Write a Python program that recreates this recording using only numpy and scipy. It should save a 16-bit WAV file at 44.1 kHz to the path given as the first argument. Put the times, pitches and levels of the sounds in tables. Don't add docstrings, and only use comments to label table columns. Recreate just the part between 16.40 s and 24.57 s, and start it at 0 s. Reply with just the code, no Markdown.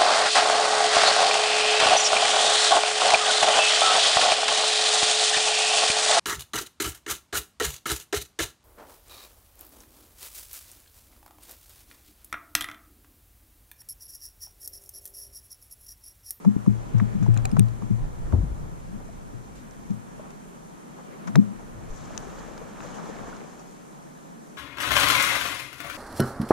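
import sys
import numpy as np
from scipy import signal
from scipy.io import wavfile
from scipy.ndimage import uniform_filter1d, minimum_filter1d

SR = 44100
rng = np.random.default_rng(int(sys.argv[2]) if len(sys.argv) > 2 else 0)


def bounce(signal):
    frames = np.transpose(np.atleast_2d(signal))
    limited = np.clip(frames, -1, 1)
    pcm = np.round(limited * 32767).astype(np.int16)
    wavfile.write(sys.argv[1], SR, pcm)


N = 360252
TIME = np.arange(N) / SR


def from_db(db):
    return 10 ** (np.asarray(db) / 20)


def unit_rms(x):
    return x / np.sqrt(np.mean(x ** 2) + 1e-20)


def at_hz(points, hz):
    freqs, values = np.array(points).T
    return np.interp(np.log(hz), np.log(freqs), values)


def panned(pan_db):
    return from_db(np.array([[.5], [-.5]]) * pan_db)


def band(x, low_hz, high_hz, order=2):
    sos = signal.butter(order, [low_hz, min(high_hz, .45 * SR)], "band", fs=SR, output="sos")
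    return signal.sosfilt(sos, x)


def drift(rate_hz):
    r = np.exp(-80 * np.pi * rate_hz / SR)
    return unit_rms(signal.lfilter([1], [1, -2 * r, r * r], rng.standard_normal(N // 40 + 2002))[2000:])


def ring(push, hz, t60):
    r, w = np.exp(-np.log(1000) / (t60 * SR)), 2 * np.pi * hz / SR
    return signal.lfilter([0, np.sin(w)], [1, -2 * r * np.cos(w), r * r], push + 1e-18)


def add(out, t, sound):
    start = max(round(t * SR), 0)
    out[..., start:start + sound.shape[-1]] += sound[..., :N - start]


def swells(rows):
    power = 0
    for t, level_db, rise_s, hold_s, fall_s in rows:
        away = np.maximum(t - TIME, 0) / rise_s + np.maximum(TIME - t - hold_s, 0) / fall_s
        power = power + (from_db(level_db) * np.exp(-away)) ** 2
    return np.sqrt(power)


# f/Hz, pan/dB
CENTRE = [(30, 0), (16000, 0)]
def banded_noise(spectrum, coherence, pan=CENTRE, *, flicker_db, flicker_hz):
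    edges, run_in = np.geomspace(20, 17500, 25), SR // 5
    out, white = 0, rng.standard_normal((2, 2, run_in + N))
    for k, (low, high) in enumerate(zip(edges, edges[1:])):
        mid_side = band(white[k % 2], low, high)[:, run_in:]
        hz = np.sqrt(low * high)
        alike = np.clip(at_hz(coherence, hz), -1, 1)
        to_stereo = panned(at_hz(pan, hz)) * [[1, 0.99], [1, -1]] * np.sqrt([1 + alike, 1 - alike])
        gain = from_db(at_hz(spectrum, hz) + flicker_db * drift(flicker_hz))
        out = out + to_stereo @ mid_side * np.repeat(gain, 40)[:N]
    return unit_rms(out)


HISS_SPECTRUM = [(30, -7), (2000, -8), (3700, 11), (4900, 12), (6500, 20.5), (8600, 16), (11500, 11.5),
                 (15200, -24)]
HISS_COHERENCE = [(2000, 0), (3700, 0.72), (4900, 0.41), (6500, -0.29), (8600, 0.0088)]  # f/Hz, left-right correlation
def hiss(level_db=-60):
    return from_db(level_db) * banded_noise(HISS_SPECTRUM, HISS_COHERENCE, flicker_db=0.6, flicker_hz=7.2)


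SEA_SPECTRUM = [(30, -31), (85, -34), (110, -30), (140, 0), (200, 0.5), (300, -6), (450, -10), (900, -11),
                (1550, -19.5), (2400, -27.5), (3500, -33.5), (6000, -44), (16000, -51)]
SEA_COHERENCE = [(60, 0.83), (200, -0.21), (400, -0.19), (800, -0.75), (1400, -0.39), (2400, -0.025),
                 (4000, 0.72), (7000, 0.23)]
FAR_BREAKERS = [(.6, -40, 0.55, 0.96), (3.83, -44.5, 0.33, 0.2), (4.85, -42, 0.38, 0.45),
                (7, -48.5, 0.97, 0.22)]
def far_surf(steady_db=-44.5):
    breakers = swells([(t, db, rise_s, 0, fall_s) for t, db, rise_s, fall_s in FAR_BREAKERS])
    murmur = banded_noise(SEA_SPECTRUM, SEA_COHERENCE, flicker_db=1.0, flicker_hz=8.1)
    return np.hypot(from_db(steady_db), breakers) * band(murmur, 132, 9700, order=6)


WIND_SPECTRUM = [(25, 1.5), (52, -3), (80, -9), (120, -3), (200, -20.5), (400, -22.5), (1000, -31.5),
                 (1700, -42.5), (3000, -60), (16000, -85)]
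WIND_COHERENCE = [(40, 0.0022), (120, -0.32), (1000, -0.24)]  # f/Hz, left-right correlation
WIND_PAN = [(30, -4.5), (120, 7), (600, -1)]  # f/Hz, pan/dB
GUSTS = [(0.299, -39.5, 0.06), (.97, -33.5, 0.32), (1.85, -33.5, 0.15), (5.36, -41, 0.2)]
EDDIES = [(1.07, -26.5), (1.64, -30), (1.87, -34), (2.05, -34), (2.22, -33.5), (5.47, -40.5), (6.85, -45)]
def wind(gust_fall_s=0.89, eddy_s=0.063):
    gusts = [(t, db, rise_s, 0, gust_fall_s) for t, db, rise_s in GUSTS]
    eddies = [(t, db, eddy_s, 0, eddy_s) for t, db in EDDIES]
    rumble = banded_noise(WIND_SPECTRUM, WIND_COHERENCE, WIND_PAN, flicker_db=0, flicker_hz=5.6)
    return swells(gusts + eddies) * rumble


BUFFETS = [(1.85, -25.5), (5.52, -25.5)]
def buffets(width_s=0.0095, right_db=-2):
    swing = 0
    for t, level_db in BUFFETS:
        age = (TIME - t) / width_s
        swing = swing + from_db(level_db) * age * np.exp(-age ** 2 / 2)
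    return np.array([swing, from_db(right_db) * swing])


def bubbles(per_s=260, spread_db=6.0, t60_cycles=7.9, pitch_count=24):
    strengths = from_db(spread_db * np.minimum(rng.exponential(1, (2, N)), 5))
    strengths *= rng.choice([-1, 1], (2, N))
    pushes = strengths * (rng.random((2, N)) < per_s / SR)
    pitch_index = rng.integers(0, pitch_count, (2, N))
    return unit_rms(sum(ring(pushes * (pitch_index == k), hz, t60_cycles / hz) / np.sqrt(hz)
                        for k, hz in enumerate(np.geomspace(380, 2300, pitch_count))))


def foam_crackle(per_s=400, spread_db=7.5):
    signs = rng.choice([-1, 1], (2, N))
    strengths = from_db(spread_db * np.minimum(rng.exponential(1, (2, N)), 4))
    pops = signs * strengths * (rng.random((2, N)) < per_s / SR)
    return unit_rms(band(pops, 3100, 11700, order=4))


WASH_SPECTRUM = [(30, -30), (100, -25), (150, 0.5), (200, 2.5), (300, -2), (450, -3.5), (650, -3),
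                 (1000, -3.5), (1700, -11), (2400, -21.5), (3700, -23.5), (4900, -26), (6500, -21),
                 (8600, -45), (16000, -66)]
WASH_COHERENCE = [(200, -0.33), (400, 0.34), (850, 0.07), (1500, 0.5), (4000, .98), (6300, 0.6), (9000, 0)]  # f/Hz, left-right correlation
WASH_PAN = [(150, 5.5), (600, 10.5), (1200, -4), (2400, 0), (4000, 0), (6500, 12), (9000, 0)]  # f/Hz, pan/dB
# crest t/s, water level/dB, rise/s, hold/s, break t/s, foam level/dB
SURGES = [(5.72, -45, 0.33, 0.44, 5.57, -55), (6.453, -42.5, 0.18, 0.41, 6.42, -54.5)]
DRAIN_S = 0.25
WATER_SWELLS = [(t, db, rise_s, hold_s, DRAIN_S) for t, db, rise_s, hold_s, _, _ in SURGES]
def near_wave(crossover_hz=3400, foam_rise_s=0.063, foam_hold_s=0.21, foam_fall_s=0.66):
    foam = swells([(t, db, foam_rise_s, foam_hold_s, foam_fall_s) for *_, t, db in SURGES])
    wash = banded_noise(WASH_SPECTRUM, WASH_COHERENCE, WASH_PAN, flicker_db=1.56, flicker_hz=21.0)
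    tumble = from_db(2) * band(wash, 58, crossover_hz, order=4) + from_db(-5) * bubbles()
    fizz = from_db(12) * band(wash, crossover_hz, 12300, order=3)
    fizz += from_db(-14) * foam_crackle() * panned(1.5)
    return swells(WATER_SWELLS) * tumble + foam * fizz


SWAY_MODES = [(124, .09, -5), (202, .12, -2)]
def stand_trembling(far_db=-2.5, right_db=-6):
    far_swells = [(t, db + far_db, rise_s, 0, fall_s) for t, db, rise_s, fall_s in FAR_BREAKERS]
    modes = sum(from_db(db) * unit_rms(ring(rng.standard_normal(N), hz, t60))
                for hz, t60, db in SWAY_MODES)
    sway = band(swells(WATER_SWELLS + far_swells) * modes, 102, 260, order=3)
    return np.array([sway, -from_db(right_db) * sway])


PLOPS = [(2.688, -33, 637, 7), (3.795, -25, 592, 5), (6.214, -29.5, 480, 8), (6.445, -30, 540, 8),
         (6.69, -33, 505, 10), (6.928, -21, 1380, 2)]
def plops(decay_cycles=3.1, glide=0.017, attack_s=0.0032):
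    out, age = np.zeros((2, N)), TIME[:SR // 8]
    for t, level_db, hz, pan_db in PLOPS:
        life = age * hz / decay_cycles
        envelope = from_db(level_db) * (1 - np.exp(-age / attack_s)) * np.exp(-life)
        add(out, t, panned(pan_db) * envelope * np.sin(2 * np.pi * hz * age * (1 + glide * life)))
    return out


HOUSING_MODES = [(2445, 300, -0.5), (3870, 540, -6), (5800, 1400, -4), (8760, 2300, -5.5),
                 (11800, 2600, -13.5)]
def contact(body_db, body_hz, tick_db, tick_hz, decay_s, attack_s, body_width, tick_width,
            housing_db=-3, side_gain=0.99, snap=0):
    age = TIME[:SR // 8]
    mid, side = rng.standard_normal((2, len(age)))
    envelope = (1 - np.exp(-age / attack_s)) * np.exp(-age / decay_s)
    burst = envelope * (mid + side_gain * side * np.array([[1], [-1]]))
    burst[:, round(attack_s * SR)] += snap * np.linalg.norm(envelope)
    body = unit_rms(band(burst, body_hz / (1 + body_width), body_hz * (1 + body_width), order=3))
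    tick = unit_rms(band(burst, tick_hz / (1 + tick_width), tick_hz * (1 + tick_width)))
    tick += sum(from_db(housing_db + db) * unit_rms(band(burst, hz - width / 2, hz + width / 2))
                for hz, width, db in HOUSING_MODES)
    return np.sqrt(np.mean(envelope ** 2)) * (from_db(body_db) * body + from_db(tick_db) * tick)


SPLASHES = [(5.19, -39, -60), (5.5, -50, -51), (5.82, -37, -52), (5.985, -55, -51), (6.211, -39.5, -55),
            (6.431, -38, -49), (6.58, -30.5, -56), (6.69, -47, -52), (6.83, -35, -60), (6.87, -38, -57),
            (6.96, -50, -53), (7.191, -41, -54)]
def splashes(slosh_hz=750, spray_hz=6400):
    out = np.zeros((2, N))
    for t, slosh_db, spray_db in SPLASHES:
        add(out, t, contact(slosh_db, slosh_hz, spray_db, spray_hz, decay_s=0.014, attack_s=0.0044,
                            body_width=0.68, tick_width=0.085, housing_db=-4))
    return out


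def ground_waves(rows, glide, crunch_db):
    out, grit = np.zeros(N), unit_rms(band(rng.standard_normal(N), 169, 376, order=4))
    for t, level_db, hz, half_s, *_ in rows:
        near = slice(max(round((t - 8 * half_s) * SR), 0), round((t + 8 * half_s) * SR))
        age = (TIME[near] - t) / half_s
        cycles = hz * half_s * (age + glide * np.log(np.cosh(age)))
        envelope = from_db(level_db) / np.cosh(age)
        out[near] += envelope * (np.cos(2 * np.pi * cycles) + from_db(crunch_db) * grit[near])
    return out


HEEL_AND_SOLE = [(1.944, -5.5, 84, 0.0055), (1.981, -15, 93.3, 0.019), (2.012, -18.5, 52, 0.04),
                 (2.039, -20.5, 161, 0.0054), (2.122, -21, 53.7, 0.008)]
def footfall(right_db=-7):
    thud = ground_waves(HEEL_AND_SOLE, glide=0.016, crunch_db=-25)
    return np.array([thud, from_db(right_db) * thud])


GRIT_HZ = 6500
SCUFFS = [(0.581, -32, 885, -41.5, 0.0031), (0.822, -36, 790, -44.5, 0.012), (0.98, -34, 836, -53, 0.012),
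          (1.091, -38, 846, -45, 0.0035), (1.854, -41, 830, -66, 0.014), (1.926, -21.5, 428, -66, 0.015),
          (2.01, -37, 520, -68, .01), (2.6, -36, 650, -66, 0.0091), (3.151, -50, 4300, -62, .03),
          (3.505, -55, 790, -45, 0.0024), (3.79, -41, 670, -66, 0.015), (3.836, -42, 750, -62, 0.019),
          (3.904, -37, 600, -44, .0023), (4.575, -36.5, 657, -70, 0.026), (4.871, -26, 850, -38.5, 0.0084),
          (6.177, -32.5, 1000, -42, 0.0017)]
def scuffs(pan_db=2.5):
    out = np.zeros((2, N))
    for t, rub_db, rub_hz, grit_db, decay_s in SCUFFS:
        add(out, t, contact(rub_db, rub_hz, grit_db, GRIT_HZ, decay_s, attack_s=0.58 * decay_s,
                            body_width=0.83, tick_width=0.12))
    return out * panned(pan_db)


# t/s, level/dB, f/Hz, relative width, body level/dB, housing level/dB re tick, pan/dB
CLICKS = [(0.943, -34, 7500, .3, -36, -11, 3), (0.9743, -23.5, 6800, 0.05, -29, -2.5, 7),
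          (1.054, -16, 7260, 0.09, -35, -2.5, -5), (1.1144, -32, 5230, 0.03, -37, -8, 1),
          (1.1155, -35, 8700, 0.021, -47, -5, 10), (1.194, -10, 9050, 0.078, -23, -8.5, 2),
          (1.1951, -26, 12000, 0.054, -32, -1, 1), (1.285, -39, 4500, .25, -49, -7, 3),
          (3.31, -36, 6500, 0.13, -50, -16, 3), (4.9565, -18.5, 3870, 0.088, -32, -18, 1),
          (4.9571, -18, 6200, 0.11, -40, -4.5, 3.5), (5.777, -23.5, 4240, 0.22, -30, -18, 8),
          (5.777, -15, 6450, 0.11, -29, -19, 7), (6.18, -34, 4600, 0.13, -51, -16, 4),
          (6.967, -37, 5800, .2, -50, -14, 2), (7.195, -42, 5800, 0.21, -50, -12, 4)]
def clicks(body_hz=1520):
    out = np.zeros((2, N))
    for t, level_db, hz, width, body_db, housing_db, pan_db in CLICKS:
        click = contact(body_db, body_hz, level_db, hz, decay_s=0.00068, attack_s=0.00044, snap=1.0,
                        body_width=0.81, tick_width=width, housing_db=housing_db, side_gain=0.76)
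        add(out, t, panned(pan_db) * click)
    return out


HOLLOW_MODES = [(766, 2.5, 0.067, -0.66), (1200, 0, .025, -0.81), (1600, -9.5, .02, -0.16),
                (1830, -8.5, 0.018, .3), (2470, -8, 0.023, .9), (4050, -14.5, 0.029, .9)]
KNOCKS = [(0.9646, -36), (.9745, -36), (1.053, -23), (4.956, -27)]
def knocks():
    out, push = np.zeros((2, N)), signal.unit_impulse(SR // 8)
    clink = sum(from_db(db) * ring(push, hz, t60) * np.array([[1], [right]])
                for hz, db, t60, right in HOLLOW_MODES)
    for t, level_db in KNOCKS:
        add(out, t, from_db(level_db) * clink)
    return out


SLAPS = [(0.047, -17.5, 610, 0.0032, 3), (.261, -19.5, 650, 0.0058, 5.5), (.6, -21, 800, 0.0014, -1),
         (0.86, -20, 574, 0.0054, 5), (.939, -28, 820, .005, 4), (.964, -22, 960, 0.003, 4),
         (1.166, -12.5, 790, 0.0031, 3.5), (1.42, -28.5, 634, 0.0018, 1), (1.923, -27, 880, 0.0016, -11),
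         (4.9555, -17.5, 540, 0.0014, 11), (6.404, -25.5, 1430, .0011, 1)]
def slaps(decay_cycles=2.07, grit_db=-24.5, snap_s=0.0012):
    out = np.zeros((2, N))
    for t, level_db, hz, attack_s, pan_db in SLAPS:
        slap = contact(level_db, hz, level_db + grit_db, GRIT_HZ, decay_cycles / hz, attack_s,
                       body_width=0.71, tick_width=0.14, housing_db=0.5, snap=snap_s / attack_s)
        add(out, t, panned(pan_db) * slap)
    return out


FLAT_LANDINGS = [(0.6, -22.5, 1730, 0.00029), (4.9558, -11.5, 1510, 0.00024)]
def flank_smacks(pan_db=2.5):
    out = np.zeros(N)
    for t, level_db, hz, half_s in FLAT_LANDINGS:
        age = np.arange(-8 * half_s, 8 * half_s, 1 / SR)
        add(out, t + age[0], from_db(level_db) * np.cos(2 * np.pi * hz * age) / np.cosh(age / half_s))
    return out * panned(pan_db)


LEG_MODES = [(209.3, -4, 0.24), (256.6, -2.5, 0.049), (318, -3.5, 0.04)]
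# t/s, ground wave level/dB, f/Hz, half length/s, rocking level/dB
BLOWS = [(0.078, -8, 201, 0.0076, -21.5), (0.166, -11, 215, 0.0014, -29), (0.28, -4.5, 199, 0.0028, -11.5),
         (0.55, -11, 150, 0.0039, -7.5), (0.623, -11.5, 200, 0.004, -14), (0.758, -18.5, 193, 0.0057, -20),
         (.82, -16.5, 176, 0.011, -13.5), (.889, -9, 156, 0.0041, -6), (0.97, -22.5, 196, 0.0033, -14),
         (1.134, -16.5, 212, 0.0057, -15), (1.193, -10, 172, 0.0098, -5.5), (1.201, -18, 245, 0.0049, -33),
         (1.432, -27, 204, 0.01, -22.5), (1.511, -13, 192, 0.0039, -12.5), (1.937, -20, 219, 0.0051, -28),
         (2.55, -35, 211.5, 0.028, -32), (2.94, -36, 290, 0.0036, -28), (3.511, -18.5, 192, 0.0052, -26.5),
         (4.895, -26, 201, 0.015, -35), (4.969, -10.5, 151, 0.008, -23), (4.988, -4.5, 197, 0.0063, -29),
         (5.11, -32.5, 210, 0.032, -53)]
def fish_thumps(fall_back_s=0.04086, push_lead_s=0.0018, rock_hz=114, rock_t60=0.41, right_lead_s=0.00041):
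    falling_back = [(t + fall_back_s, db - 22, hz, half_s * 1.1) for t, db, hz, half_s, _ in BLOWS]
    wave = ground_waves(BLOWS + falling_back, glide=0.15, crunch_db=-13.5)
    wave += sum(from_db(db) * ring(wave, hz, t60) * hz / SR for hz, db, t60 in LEG_MODES)
    push = np.zeros(N)
    for t, *_, rock_db in BLOWS:
        add(push, t - push_lead_s, from_db([rock_db]))
    rocking = band(ring(push, rock_hz, rock_t60), 91.5, 207, order=3)
    right = -from_db(-7) * wave - from_db(-11) * rocking
    return np.array([wave + rocking, np.interp(TIME + right_lead_s, TIME, right)])


def scene():
    blows = fish_thumps() + footfall() + slaps() + flank_smacks() + knocks() + clicks() + scuffs()
    shore = plops() + splashes() + near_wave() + stand_trembling()
    background = far_surf() + wind() + buffets() + hiss()
    return background + shore + blows


def record(dry):
    ceiling, hold, cutoff_hz = .86, SR // 100, 15200
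    needed_gain = np.minimum(1, ceiling / (np.abs(dry).max(axis=0) + 1e-9))
    gain = uniform_filter1d(minimum_filter1d(needed_gain, hold), hold)
    return signal.sosfilt(signal.ellip(10, .1, 80, cutoff_hz, fs=SR, output="sos"), dry * gain)


dry = scene()
out = record(dry)
bounce(out)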